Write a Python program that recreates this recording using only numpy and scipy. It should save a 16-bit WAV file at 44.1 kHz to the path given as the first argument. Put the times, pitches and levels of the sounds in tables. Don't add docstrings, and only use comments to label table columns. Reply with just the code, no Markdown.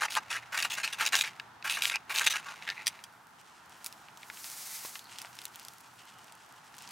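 import sys
import numpy as np
from scipy import signal
from scipy.fft import rfft, irfft, next_fast_len
from scipy.io import wavfile
from scipy.ndimage import map_coordinates

SR = 44100
rng = np.random.default_rng(int(sys.argv[2]) if len(sys.argv) > 2 else 0)


def unload_wav(signal):
    wavfile.write(
        sys.argv[1],
        SR,
        np.round(np.clip(np.atleast_2d(signal).T, -1, 1) * 32767).astype(np.int16),
    )


N = 304995

# (start [s], length [s], level [dB], fade over the push [dB], bite [0 skidding - 1 cutting])
PUSHES = [(.006, 0.051, -29.5, -4, 0.088), (0.099, 0.049, -40.5, -4, 1), (0.158, 0.024, -26.5, -0.5, 0.024),
          (.302, 0.082, -35.5, 14.5, 0.3), (.521, 0.053, -35, -1.5, 0.17), (0.572, 0.044, -32.5, 8, 0.43),
          (.621, 0.027, -36.5, 4, 0.82), (0.646, 0.0092, -27, 3, .2), (0.657, 0.028, -45, 9, 0.54),
          (.699, 0.058, -37, 5, 0.94), (0.771, 0.05, -37, 11, 0.34), (.831, 0.078, -35, 16, 0.59),
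          (0.925, 0.024, -36, 8, 0.74), (0.983, 0.025, -34, -1, .3), (1.006, 0.052, -30.5, 8, 0.26),
          (1.06, 0.028, -30.5, 8, 0.88), (1.122, 0.035, -26, 1.5, 0.29), (1.155, 0.07, -31.5, 4, 1),
          (1.236, 0.052, -39, 7, 0.51), (1.642, 0.047, -34.5, -0.5, 0.23), (1.694, 0.073, -34, 12, 0.83),
          (1.767, 0.063, -38, 14, 0.32), (1.819, 0.085, -34.5, 12.5, 1), (1.91, 0.034, -36, 3, 0.45),
          (2.094, 0.059, -36.5, 4, 0.29), (2.141, 0.063, -32.5, -0.5, 0.74), (2.205, 0.035, -31, 11, 0.3),
          (2.24, .014, -34.5, 2, .9), (2.259, 0.022, -25.5, -1, .85), (2.298, .032, -31.5, 8, .95),
          (2.335, 0.066, -34.5, 9.5, 0.36), (2.456, 0.083, -45, 1, 0.05)]
# (start [s], end [s], rubbing level [dB])
STROKES = [(-.25, 0.41, -55), (0.51, 0.953, -52.5), (0.971, 1.27, -51), (1.635, 1.943, -55.5),
           (2.079, 2.9, -52.5)]
# (middle [s], length [s], level [dB])
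RUSTLES = [(5.179, 0.25, -53), (5.41, .2, -55.5), (5.62, .2, -58), (6.028, 0.23, -62.5),
           (6.301, .15, -61.5), (6.878, 0.36, -55.5)]


def amp(db):
    return 10 ** (np.asarray(db) / 20)


def unit(x):
    return x / np.sqrt(np.mean(x ** 2) + 1e-20)


def along(points, hz):
    f, v = np.transpose(points)
    return np.interp(np.log(hz + 1), np.log(f + 1), v)


def curve(rows):
    return np.interp(np.arange(N) / SR, *np.transpose(rows))


def wobble(knots_per_s, size):
    knots = rng.standard_normal(int(size * knots_per_s / SR) + 4)
    return map_coordinates(knots, [np.arange(size) * knots_per_s / SR])


def swells(rows):
    t = np.arange(N) / SR
    return sum(amp(db) * np.cos(np.pi * np.clip((t - middle) / length, -.5, .5)) for middle, length, db in rows)


def octaves(hz, centre):
    return np.log2((hz + 1) / centre)


def above(hz, corner):
    return octaves(np.maximum(hz, corner), corner)


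def hump(hz, centre, width):
    return np.exp(-.5 * (octaves(hz, centre) / width) ** 2)


def filtered(x, response):
    m = next_fast_len(N + SR // 2)
    return irfft(rfft(x, m) * response(np.fft.rfftfreq(m, 1 / SR)), m)[..., :N]


def ring(x, colour, size=2048):
    cepstrum = irfft(np.log(amp(colour(np.fft.rfftfreq(size, 1 / SR))) + 1e-6))
    cepstrum[1:size // 2] *= 2
    cepstrum[size // 2 + 1:] = 0
    return signal.fftconvolve(x, irfft(np.exp(rfft(cepstrum))))


def add(track, s, x):
    part = track[max(0, round(s * SR)):][:len(x)]
    part += x[:len(part)]


def stereo(source, colour, alike):
    def turn(hz):
        return np.arccos(np.clip(along(alike, hz), -1, 1)) / 2

    def mid_side(hz):
        return amp(colour(hz)) * [np.cos(turn(hz)), np.sin(turn(hz))]

    mid, side = filtered(np.array([source(), source()]), mid_side)
    return unit(np.array([mid + side, mid - side]))


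def grit(hits_per_s, spread_db, size):
    hits = rng.random(size) < hits_per_s / SR
    strength_db = spread_db * np.minimum(rng.standard_normal(size), 2)
    return unit(hits * rng.choice([-1, 1], size) * amp(strength_db))


def snap(db, colour, tail, t60_s, tear=0.18, tear_s=0.00044):
    t = np.arange(SR // 20) / SR
    push = rng.standard_normal(len(t)) * (tail * amp(-60 * t / t60_s) + tear * np.exp(-t / tear_s))
    push[0] -= 1
    x = ring(push, colour)
    return amp(db) * x / np.sqrt(np.mean(x[:132] ** 2))


def tool_db(hz, ring_db=3, width_hz=40):
    # (frequency [Hz], gain [dB])
    shape = [(25, -47), (100, -26), (300, -21.5), (520, -12.5), (850, -4), (1400, -3.5), (2200, -2),
             (2700, 1.5), (3200, -5), (3800, -3.5), (4500, -8.5), (6200, -7.5), (7500, -10.5), (10000, -13),
             (15500, -18.5)]
    ring_hz = [860, 1150, 1400, 1620, 1800, 2550, 2840, 3750, 4000, 4630, 4880, 5520, 6150, 6640, 7000]
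    return along(shape, hz) + ring_db * sum(1 / (1 + ((hz - c) / width_hz) ** 2) for c in ring_hz)


def contact_db(depth_db, knots_per_octave=3.11):
    knots = rng.standard_normal(120)

    def ripple(hz):
        place = [knots_per_octave * np.log2(1 + hz / 300)]
        return depth_db * map_coordinates(knots, place, mode="nearest") * np.minimum(hz / 1500, 1)

    return ripple


def slipping(slips_per_s, scatter, size):
    settle_s = 0.0058
    t = np.arange(size) / SR
    slips = np.append(0, np.cumsum(np.exp(scatter * rng.standard_normal(size=64)) / slips_per_s))
    last_slip = slips[np.searchsorted(slips, t, side="right") - 1]
    return np.exp(-(t - last_slip) / settle_s)


def rub(length, db, fade_db, slip_db, scatter, ripple_db, colour):
    touch_s, release_s, slips_per_s = 0.0021, 0.0048, 130
    length = max(length, .005)
    t = np.arange(round((length + .016) * SR)) / SR
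    n, travel = len(t), np.minimum(t / length, 1)
    teeth = grit(4000, 1.84, n) + 0.56 * rng.standard_normal(n)
    slips_db = slip_db * slipping(slips_per_s, scatter, n)
    flutter_db = 2.8 * np.tanh(wobble(573, n)) + 3.4 * np.tanh(wobble(185, n))
    touch = (1 - np.exp(-t / touch_s)) * np.exp(-np.maximum(t - length, 0) / release_s)
    force = teeth * amp(slips_db + flutter_db) * touch * amp(-fade_db * travel)
    x = 0
    for late, share in enumerate((np.cos(travel * np.pi / 2), np.sin(travel * np.pi / 2))):
        place = contact_db(ripple_db, knots_per_octave=14)
        x = x + ring(force * share, lambda hz: colour(hz, late) + place(hz))
    return amp(db) * np.sqrt(length * SR) * x / np.linalg.norm(x)


def forest():
    # (time [s], level [dB])
    rush_level = [(0, -53), (2.5, -53.5), (3.3, -57), (4, -55), (5.3, -55.5), (6.3, -57), (6.92, -55)]
    # (frequency [Hz], gain [dB])
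    rush_colour = [(15, -74.5), (25, -38), (80, -13), (133, -7.5), (165, -7), (557, -14), (672, -7),
                   (881, -0.5), (1090, -4.5), (1390, -3), (1870, -9.5), (2150, -14.5), (3490, -19),
                   (6850, -26.5), (15800, -39)]
    # (frequency [Hz], left-right likeness [-1 to 1])
    likeness = [(25, .8), (60, 0.94), (250, 0.768), (500, 0.43), (1000, 0.71), (3000, 0.59), (10000, 0.34)]
    # (time [s], level [dB])
    hum_level = [(0, -88), (.35, -68), (1.9, -69), (2.7, -80), (3.2, -87), (4.8, -86), (5.3, -72),
                 (6.9, -82)]
    hum_hz, balance_db = 117, .4
    air = lambda: rng.standard_normal(N) * amp(0.94 * wobble(9, N))
    rush = amp(curve(rush_level)) * stereo(air, lambda hz: along(rush_colour, hz), likeness)
    hum_gain = amp(curve(hum_level) + 2.8 * wobble(8.4, N))
    hum = hum_gain * np.sin(2 * np.pi * np.cumsum(hum_hz + 2.66 * wobble(9, N)) / SR)
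    return (rush + hum) * amp([[-balance_db], [balance_db]])


def fern():
    # (frequency [Hz], gain [dB])
    frond_colour = [(900, -29), (2000, -2.5), (3000, 1), (3600, -4), (4500, -4), (5200, -3.5), (6000, -4.5),
                    (8500, -6.5), (11000, -15.5), (16000, -28)]
    # (start [s], end [s], level [dB], pitch [Hz])
    creaks = [(4.962, 5.19, -65.5, 4360), (5.958, 6.228, -67, 2940)]
    lands_s, rest_db = 3.4, -63.5
    fronds = lambda: (grit(600, 4.2, N) + 0.77 * rng.standard_normal(N)) * amp(2.6 * wobble(35, N))
    stems = np.zeros(N)
    for start, end, db, pitch_hz in creaks:
        n = round((end - start) * SR)
        slips = grit(500, 4, n) * amp(5.6 * wobble(55, n)) * signal.windows.tukey(n, .5)
        resonance = lambda hz: -20 * np.log10(1 + (octaves(hz, pitch_hz) / .11) ** 2)
        add(stems, start, amp(db) * unit(ring(slips, resonance)))
    resting = amp(rest_db) * curve([(lands_s - .1, 0), (lands_s, 1)])
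    stirring = np.hypot(swells(RUSTLES), resting)
    return stems + stirring * stereo(fronds, lambda hz: along(frond_colour, hz), [(3000, 0.92)])


def flame(flutter_db=1.5):
    # (time [s], level [dB])
    hiss_level = [(2.9, -63), (3.6, -71), (3.85, -57.5), (4.15, -65.5), (4.4, -42), (4.79, -37),
                  (4.95, -42.5), (5.05, -58.5), (5.65, -57.5), (6.3, -66.5), (6.9, -63)]
    # (frequency [Hz], gain [dB])
    hiss_colour = [(60, -34), (700, -14), (1500, -8), (2100, -2), (3000, -6.5), (4500, -1), (6400, 0.5),
                   (8000, -1), (12000, -2), (15800, -6)]
    # (time [s], gain [0-1])
    fade_in = [(2.8, 0.24), (3.05, 0.7)]
    # middle s, length s, dB
    sputter = [(3.866, .055, -45.5)]
    level_db = curve(hiss_level)
    ticking = np.clip(.25 + 0.017 * (level_db.max() - level_db), .1, .8)
    fizz = lambda: (rng.standard_normal(N) + ticking * grit(110, 12.0, N)) * amp(flutter_db * wobble(45, N))
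    hiss = stereo(fizz, lambda hz: along(hiss_colour, hz), [(3000, 0.993), (12000, 0.94)])
    return curve(fade_in) * (amp(level_db) + swells(sputter)) * hiss


def crack(db, centre_hz):
    width = np.clip(1.6 * (centre_hz / 4000) ** .5, 1.2, 2.4)
    fibre = contact_db(depth_db=1.5, knots_per_octave=4)
    colour = lambda hz: 30 * (hump(hz, centre_hz, width) - 1) + fibre(hz)
    return snap(db, colour, tail=0.076, t60_s=0.025 * (3000 / centre_hz) ** .5)


def crackle():
    # (time [s], level [dB], centre [Hz])
    loud_snaps = [(3.845, -37, 6000), (3.8625, -31.5, 5600), (3.8683, -38, 7060), (3.9263, -44, 4530),
                  (4.0854, -47.5, 1830), (4.1736, -48, 5160), (4.2321, -42, 2010), (4.3006, -36, 1600),
                  (4.373, -45, 2180), (4.4436, -41.5, 3240), (4.858, -39, 5300), (4.993, -42, 4400),
                  (5.186, -37, 3970), (5.2179, -38.5, 5000), (5.2482, -41.5, 1350), (5.389, -39, 3650),
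                  (5.417, -43.5, 4640), (5.4542, -32.5, 5900), (5.5583, -41.5, 6300), (5.597, -44, 5700),
                  (5.6502, -42.5, 5500), (5.6843, -40, 4470), (6.3235, -47.5, 5350), (6.7872, -46, 4670),
                  (6.876, -45, 3940)]
    # (time [s], level [dB], centre [Hz])
    bumps = [(4.85, -39.5, 610), (4.955, -37.5, 1900)]
    twigs_per_s, twig_db, twig_hz = 30, 5, 3800
    out = np.zeros(N)
    for s, db, centre_hz in loud_snaps:
        add(out, s, crack(db, centre_hz))
    for middle, length, db in RUSTLES:
        for when, strength, thinness in rng.uniform(-1, 1, (round(twigs_per_s * length), 3)):
            twig = crack(db + twig_db + 4 * strength, twig_hz * 2 ** (1.1 * thinness))
            add(out, middle + when * length / 2, twig)
    for s, db, centre_hz in bumps:
        width = 2.6 * (600 / centre_hz) ** 0.79
        colour = lambda hz: 30 * (hump(hz, centre_hz, width) - 1)
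        add(out, s, snap(db, colour, tail=0.37, t60_s=0.023))
    return out


def clinks():
    # (time [s], level [dB])
    hits = [(2.862, -34.5), (2.8696, -21), (2.8783, -22.5), (3.0396, -40)]
    # (frequency [Hz], gain [dB])
    steel = [(1820, 9.5), (2450, 5), (3220, 11), (4880, 10), (5850, 11), (6630, 2), (7300, 6), (8600, 9),
             (9100, 7), (9850, 2), (10600, 8.5)]
    width_hz = 170
    modes = lambda hz: sum(db / (1 + ((hz - c) / width_hz) ** 2) for c, db in steel)
    colour = lambda hz: 36 * (hump(hz, 3600, 2.46) - 1) + modes(hz)
    out = np.zeros(N)
    for s, db in hits:
        add(out, s, snap(db, colour, tail=0.088, t60_s=0.045))
    return out


def taps():
    # (time [s], level [dB], nominal centre [Hz])
    skips = [(1.3985, -33, 1810), (1.6256, -41, 2208), (2.4858, -37, 1698), (2.624, -39.5, 2090),
             (2.6761, -33.5, 1960), (2.6898, -27.5, 2050), (2.7016, -28.5, 2050), (2.711, -38, 2010),
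             (2.991, -47.5, 2080)]
    out = np.zeros(N)
    for s, db, centre_hz in skips:
        knock = lambda hz: 15 * hump(hz, centre_hz * .96, .36) + 12 * hump(hz, centre_hz * 2.03, .3)
        colour = lambda hz: tool_db(hz) + knock(hz) - 4 * above(hz, 4800)
        add(out, s, snap(db, colour, tail=0.11, t60_s=0.023))
    return out


def gliding(settle_s=.02, lift_s=0.086):
    t = np.arange(N) / SR
    contact = 0
    for start, end, db in STROKES:
        lift = np.exp(-np.maximum(t - end, 0) / lift_s)
        contact = contact + amp(db) * np.clip((t - start) / settle_s, 0, 1) * lift
    force = (grit(2000, 7.7, N) + .5 * rng.standard_normal(N)) * amp(2.6 * wobble(110, N))
    colour = lambda hz: tool_db(hz) + 7 * hump(hz, 2090, 0.12) - 3 * above(hz, 5000)
    return contact * unit(ring(force, colour)[:N])


def squeaks(pitch_db=17, overtone_db=9, tilt_db=-3, rise=0.096, chatter_db=13):
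    # (start [s], length [s], level [dB], middle pitch [Hz])
    drags = [(0.082, 0.0083, -38.5, 2240), (.362, .026, -41, 2150), (0.425, 0.012, -49.5, 2090),
             (1.236, 0.014, -35.5, 2200), (1.939, 0.029, -32, 2418), (2.667, 0.065, -44, 1960),
             (2.765, 0.074, -46, 2200)]
    out = np.zeros(N)
    for start, length, db, middle_hz in drags:
        def colour(hz, late):
            pitch_hz = middle_hz * (1 + rise * (late - .5))
            song = pitch_db * hump(hz, pitch_hz, 0.21) + overtone_db * hump(hz, pitch_hz * 1.9, 0.12)
            return tool_db(hz) + song + tilt_db * above(hz, 700)

        add(out, start, rub(length, db, fade_db=5, slip_db=chatter_db, scatter=.3, ripple_db=1.5, colour=colour))
    return out


def chip(db):
    chip_hz = 3740
    place = contact_db(depth_db=1.8, knots_per_octave=4.87)
    colour = lambda hz: tool_db(hz) + 16 * hump(hz, chip_hz, 1.27) + place(hz)
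    return snap(db, colour, tail=0.17, t60_s=0.0087)


def sparks(spread_db=6):
    # (time [s], level [dB])
    big_chips = [(.122, -35), (.1527, -27), (0.5772, -29), (0.6027, -29), (0.6259, -25.5), (.63, -29),
                 (0.8408, -30), (0.8768, -29), (1.0535, -29), (1.154, -18), (1.2107, -19.5),
                 (1.6981, -25.5), (1.74, -33), (1.8223, -23), (1.8546, -20.5), (1.8987, -26), (1.958, -27),
                 (2.1605, -27), (2.1723, -33), (2.1855, -22.5), (2.1958, -26), (2.267, -22),
                 (2.2727, -17.5)]
    crumbs_per_s, crumb_db = 65, 2.5
    out = np.zeros(N)
    for s, db in big_chips:
        add(out, s, chip(db))
    for start, length, db, fade_db, bite in PUSHES:
        chances = rng.random(size=(8, 3))
        for travel, chance, luck in chances:
            if chance < crumbs_per_s * bite ** 2 * length / len(chances):
                level_db = db + crumb_db - fade_db * (travel - .5) - spread_db * luck
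                add(out, start + travel * length, chip(level_db))
    return out


def scraping():
    skid_hz, cut_hz = 1090, 3700
    skid_judder_db, cut_judder_db = 9, 3.5
    skid_tilt_db, cut_tilt_db = -1, 2.4
    travel_s = 0.31
    tip_dull_db = 18
    handle_hz, tip_hz, squeal_db = 12000, 5100, 2.5
    thump_hz, thump_db = 240, 9.5
    slip_db = 8
    out = np.zeros(N)
    for start, length, db, fade_db, bite in PUSHES:
        since_stroke_s = min(start - s for s, _, _ in STROKES if s < start)
        down = min(since_stroke_s / travel_s, 1)

        def between(skid, cut):
            return skid + (cut - skid) * bite

        def colour(hz, late):
            judder_hz = skid_hz * (cut_hz / skid_hz) ** bite
            judder = between(skid_judder_db, cut_judder_db) * hump(hz, judder_hz, 0.51)
            squeal = squeal_db * hump(hz, handle_hz * (tip_hz / handle_hz) ** down, 0.24)
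            tilt = between(skid_tilt_db, cut_tilt_db) * above(hz, 700)
            dulling = tip_dull_db * down * between(1, .4) * above(hz, 10400)
            thump = thump_db * bite * hump(hz, thump_hz, 0.49)
            return tool_db(hz) + judder + squeal + tilt - dulling + thump

        push = rub(length, db, fade_db, slip_db * between(0.54, 1), scatter=.7, ripple_db=3.5, colour=colour)
        add(out, start, push)
    return out


def ground(x, bounce=0.14, delay_s=.004, scatter_db=-28, t60_s=0.12):
    t = np.arange(SR // 4) / SR
    tail = rng.standard_normal((2, len(t))) * amp(-60 * t / t60_s)
    scatter = signal.fftconvolve(x[None], tail / np.linalg.norm(tail[0]), axes=1)[:, :N]
    echoed = filtered(x, lambda hz: 1 - bounce * np.exp(-2j * np.pi * hz * delay_s))
    return echoed + amp(scatter_db) * scatter


def ports(x):
    # (frequency [Hz], phase [rad])
    lead = [(500, 0.066), (2000, 0.0071), (4000, 0.043), (8000, 0.079), (14000, 0.044)]
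    return filtered(x, lambda hz: np.exp(.5j * np.outer([1, -1], along(lead, hz))))


def scene():
    near = scraping() + squeaks() + gliding() + sparks() + taps() + clinks() + crackle()
    return ports(ground(near)) + flame() + fern() + forest()


def record(dry):
    top_hz = 15850
    return filtered(dry, lambda hz: 1 / np.sqrt(1 + (hz / top_hz) ** 160))


dry = scene()
out = record(dry)
unload_wav(out)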